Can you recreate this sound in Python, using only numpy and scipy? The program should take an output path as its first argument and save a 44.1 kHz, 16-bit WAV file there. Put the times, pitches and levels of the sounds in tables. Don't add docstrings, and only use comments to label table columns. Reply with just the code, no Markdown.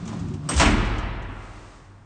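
import sys
import numpy as np
from scipy import signal
from scipy.fft import rfft, irfft, next_fast_len
from scipy.io import wavfile
from scipy.ndimage import map_coordinates

SR = 44100
rng = np.random.default_rng(int(sys.argv[2]) if len(sys.argv) > 2 else 0)


def wrap_up_sound(samples):
    columns = np.atleast_2d(samples).T
    tamed = np.clip(columns, -1, 1)
    steps = np.round(tamed * 32767).astype(np.int16)
    wavfile.write(sys.argv[1], SR, steps)


N = 90404
T = np.arange(N) / SR


# (time [s], level [dB])
BLOWS = [(.597, -16), (0.6048, -17.5), (.621, -22), (.654, -24), (.672, -30), (.703, -31)]
# (frequency [Hz], relative level [dB])
CRASH_TONE = [(100, 2.5), (300, 0.5), (450, -3.5), (650, 0.5), (1300, -1.5), (1720, -3), (2000, -2.5),
              (2700, -4.5), (3600, -7), (5400, -6), (7000, -10), (8600, -10.5), (9500, -33.5)]
# (frequency [Hz], fade time [s])
CRASH_FADE = [(200, 0.28), (1000, 0.31), (2700, 0.37), (5000, 0.13), (9000, 0.22)]
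# (pitch [Hz], relative level [dB], fade time [s])
BAR_NOTES = [(623.5, -6, 0.45), (670.7, 2, 0.22), (688, -9.5, .7), (783, -11, 0.34), (854, -14.5, 0.094),
             (925, -13, 0.6), (984, 3.5, 0.21), (1121, -2.5, 0.43), (1364, -3, 0.18), (1585, -6, 0.14),
             (1850, -4.5, .2), (2096, -8, 0.29), (2723, -2, 0.29), (3067, -12, 0.42), (3250, -12, .3),
             (5303, -9, 0.24)]

def slam():
    crash = 0
    for start, db in BLOWS:
        burst = amp(db) * dying(noise(CRASH_TONE), CRASH_FADE) * rise(0.0006)
        crash += stairwell(at(start, burst), echo_db=1.5)
    clang = amp(-21.5) * ring(BAR_NOTES, scatter_db=0) * rise(0.004)
    return crash + stairwell(at(BLOWS[0][0], clang), echo_db=-7.5)


# (frequency [Hz], relative level [dB])
SHUDDER_TONE = [(30, -24), (70, 2.5), (120, 0.5), (170, -1.5), (300, -5.5), (420, -3.5), (700, -23),
                (2000, -65)]
# (frequency [Hz], fade time [s])
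SHUDDER_FADE = [(60, 2.3), (120, 1.47), (300, 0.43)]
# (pitch [Hz], level [dB], fade time [s], rise time [s])
SHAFT_NOTES = [(40.3, -15, 2.17, 0.075), (55.8, -20, 2.08, 0.068), (70.4, -20.5, 1.1, .03),
               (110.9, -20.5, 1.56, .08), (195.3, -25, 1.2, .05), (216.3, -26.5, 1.1, 0.061),
               (265, -26.5, 0.43, 0.015), (296.6, -19, 0.76, 0.012), (446, -34.5, 1.84, 0.015)]

def boom():
    push_s, push_hz, swell_s = 0.587, 69, 0.064
    t = T - push_s
    swell = np.clip(1 + t / swell_s, 0, 1) ** 2
    push = amp(-12) * swell * fade(np.maximum(t, 0), t60=0.15) * np.sin(2 * np.pi * push_hz * t)
    shudder = amp(-20.5) * dying(noise(SHUDDER_TONE), SHUDDER_FADE) * rise(0.0044)
    shaft = sum(amp(db) * fade(T, t60) * rise(rise_s) * np.sin(2 * np.pi * hz * T)
                for hz, db, t60, rise_s in SHAFT_NOTES)
    return push + at(0.657, shudder) + at(0.605, shaft)


# (time [s], level [dB])
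LATCH_TOUCHES = [(.4895, -26), (.514, -34), (.5365, -31), (.564, -26.5), (.5775, -24.5), (.587, -25.5)]
# (frequency [Hz], relative level [dB])
CLICK_TONE = [(200, -18), (600, 1), (1300, -1), (2200, -6.5), (3000, -2.5), (4200, -5.5), (5700, -1),
              (7000, -1.5), (8500, 0), (9500, -7.5)]
# (frequency [Hz], fade time [s])
CLICK_FADE = [(500, 0.37), (3000, 0.34), (8000, 0.16)]
# (pitch [Hz], level [dB], fade time [s])
LATCH_NOTES = [(603, -33, .3), (1150, -33, .14), (1276, -38, .15), (1365, -34, .17), (1660, -37, .12),
               (2875, -42, .15), (3020, -41, .15), (5642, -23, .035), (8255, -22, .15), (8400, -28, .05)]

def latch():
    chatter = 0
    for start, db in LATCH_TOUCHES:
        click = amp(db) * dying(noise(CLICK_TONE), CLICK_FADE)
        chatter += stairwell(at(start, click), echo_db=0)
    ping = ring(LATCH_NOTES, scatter_db=2.5) * rise(0.00057)
    return chatter + stairwell(at(LATCH_TOUCHES[0][0], ping), echo_db=-7.5)


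# (time [s], pitch [Hz], level [dB])
ROLLER_DRONE = [(0, 169.3, -37.5), (.09, 172, -41), (0.201, 176, -36.5), (0.269, 160.1, -35.5),
                (0.358, 150.8, -33.5), (0.459, 148.2, -30.5), (.53, 155, -32.5), (.68, 149.9, -89)]
# (time [s], level [dB])
RUMBLE_LEVEL = [(0, -35), (.1, -32.5), (.2, -33), (.27, -29.5), (.35, -31), (.42, -38.5), (.53, -30.5),
                (.62, -29.5), (.8, -84)]
# (pitch [Hz], width [Hz], relative level [dB])
TRACK_NOTES = [(71.5, 35, -4.5), (112, 33.5, 0), (171, 31, -1), (229.2, 25, -2.5), (281, 18.5, -3.5),
               (365, 23.5, -6.5)]
# (time [s], level [dB])
SCRAPE_LEVEL = [(0, -45.5), (.06, -46), (.09, -43), (.15, -42.5), (.2, -45.5), (.3, -47.5), (.4, -52),
                (.48, -46), (.8, -98.5)]
# (frequency [Hz], relative level [dB])
SCRAPE_TONE = [(150, -11), (400, 0), (1150, 0), (1700, -9), (3000, -13), (7000, -19), (9000, -24)]

def rolling():
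    def track(f):
        peaks = sum((-1) ** k * amp(db) * 1j * f * width / (hz * hz - f * f + 1j * f * width)
                    for k, (hz, width, db) in enumerate(TRACK_NOTES))
        return peaks / (1 + (f / 420) ** 6)

    times, pitches, levels = np.transpose(ROLLER_DRONE)
    cycles = np.cumsum(np.interp(T, times, pitches)) / SR
    drone = amp(np.interp(T, times, levels)) * np.sin(2 * np.pi * cycles)
    rumble = level(RUMBLE_LEVEL) * unit(filtered(rng.standard_normal(N), track))
    scrape = level(SCRAPE_LEVEL) * noise(SCRAPE_TONE)
    return drone + rumble + scrape


# (time [s], level [dB], pitch [Hz], fade time [s])
KNOCKS = [(.078, -41, 1180, 0.15), (0.129, -35.5, 890, 0.12), (0.193, -29, 68, 0.32),
          (0.493, -26.5, 1200, 0.17), (0.513, -31, 2300, 0.2), (.515, -24.5, 322, 0.18),
          (.655, -23.5, 2400, 0.23), (.66, -18.5, 214, 0.39)]

def knocks():
    def noise_near(hz):
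        width_hz = 0.25 * hz
        return unit(filtered(rng.standard_normal(N), lambda f: 1 / (1 + ((f - hz) / width_hz) ** 2)))

    return sum(at(start, amp(db) * noise_near(hz) * fade(T, t60) * rise(0.0012))
               for start, db, hz, t60 in KNOCKS)


# (time [s], level [dB])
JOINT_TICKS = [(0.053, -43), (0.075, -37.5), (0.088, -42.5), (0.127, -44), (0.192, -42.5), (.282, -49),
               (.337, -43.5), (.85, -44), (0.981, -40), (1.22, -52)]
# (frequency [Hz], relative level [dB])
TICK_TONE = [(500, -11.5), (3000, -1), (4600, -8.5), (5800, 0), (7000, -2), (9000, -10.5)]

def joints():
    return sum(at(start, amp(db) * noise(TICK_TONE) * rise(0.002) * fade(T, t60=0.092))
               for start, db in JOINT_TICKS)


# (frequency [Hz], fade time [s])
ECHO_FADE = [(100, 2.95), (400, 2.49), (1000, 2.48), (2500, 2.05), (4000, 1.53), (6000, 1.05), (9000, 0.81)]
# (frequency [Hz], relative level [dB])
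ECHO_TONE = [(100, -6.5), (300, 4.5), (600, -4.5), (1300, -1), (2700, -4), (4000, -5.5), (8000, -10.5)]

def stairwell(x, echo_db):
    tail = dying(rng.standard_normal(N), ECHO_FADE) * rise(0.028)
    tail /= np.linalg.norm(fade(T, ECHO_FADE[2][1]))
    tail = filtered(tail, lambda hz: amp(along(ECHO_TONE, hz)))
    return x + amp(echo_db) * signal.fftconvolve(x, tail)[:N]


# (time [s], level [dB])
HUM_LEVEL = [(0, -49), (1.1, -46.5), (1.3, -39), (1.45, -44), (1.66, -46.5), (1.84, -57), (1.92, -47),
             (2.05, -50)]
# (frequency [Hz], relative level [dB])
AIR_TONE = [(25, -9), (50, -6.5), (120, 4), (250, -13), (500, -23), (1100, -14.5), (2500, -29),
            (5000, -32.5), (9000, -35)]
# (time [s], level [dB])
HISS_LEVEL = [(1.1, -86.5), (1.3, -60.5), (1.44, -51), (1.62, -50.5), (1.76, -52), (2.05, -70.5)]
# (frequency [Hz], relative level [dB])
HISS_TONE = [(500, 11), (2000, 1), (4500, -2), (6500, -3.5), (9000, -7)]

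def background():
    hum_hz, wavers_per_s = 98.2, 8
    waver_db = map_coordinates(rng.standard_normal(64), [T * wavers_per_s], mode="mirror")
    hum = level(HUM_LEVEL) * amp(waver_db) * np.sin(2 * np.pi * hum_hz * T)
    air = amp(-55.5) * noise(AIR_TONE)
    hiss = level(HISS_LEVEL) * noise(HISS_TONE)
    return air + hum + hiss


def amp(db):
    return 10 ** (np.asarray(db) / 20)


def unit(x):
    return x / np.sqrt(np.mean(x ** 2) + 1e-20)


def along(points, hz):
    frequencies, values = np.transpose(points)
    return np.interp(np.log(hz + 1), np.log(frequencies + 1), values)


def level(points):
    return amp(np.interp(T, *np.transpose(points)))


def fade(t, t60):
    return np.exp(-np.log(1000) * t / t60)


def rise(seconds):
    return 1 - np.exp(-T / seconds)


def at(seconds, x):
    return np.pad(x, (max(round(seconds * SR), 0), 0))[:N]


def filtered(x, response):
    size = next_fast_len(N + SR // 2)
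    return irfft(rfft(x, size) * response(np.fft.rfftfreq(size, 1 / SR)), size)[:N]


def noise(tone):
    return unit(filtered(rng.standard_normal(N), lambda hz: amp(along(tone, hz))))


def dying(x, fade_times):
    hz, t, spectrum = signal.stft(x, SR, nperseg=512)
    spectrum *= fade(t, along(fade_times, hz)[:, None])
    return signal.istft(spectrum, SR, nperseg=512)[1][:N]


def ring(notes, scatter_db):
    return sum(amp(db + scatter_db * rng.standard_normal()) * fade(T, t60)
               * np.sin(2 * np.pi * (hz * T + rng.random())) for hz, db, t60 in notes)


def scene():
    travel = rolling() + knocks() + stairwell(joints(), echo_db=-10.5)
    return (travel + latch() + slam() + boom() + background())[None]


def record(dry):
    low_hz, top_hz = 26, 9200
    band = lambda hz: hz ** 4 / (hz ** 4 + low_hz ** 4) / (1 + (hz / top_hz) ** 90)
    return filtered(dry[0], band)[None]


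dry = scene()
out = record(dry)
wrap_up_sound(out)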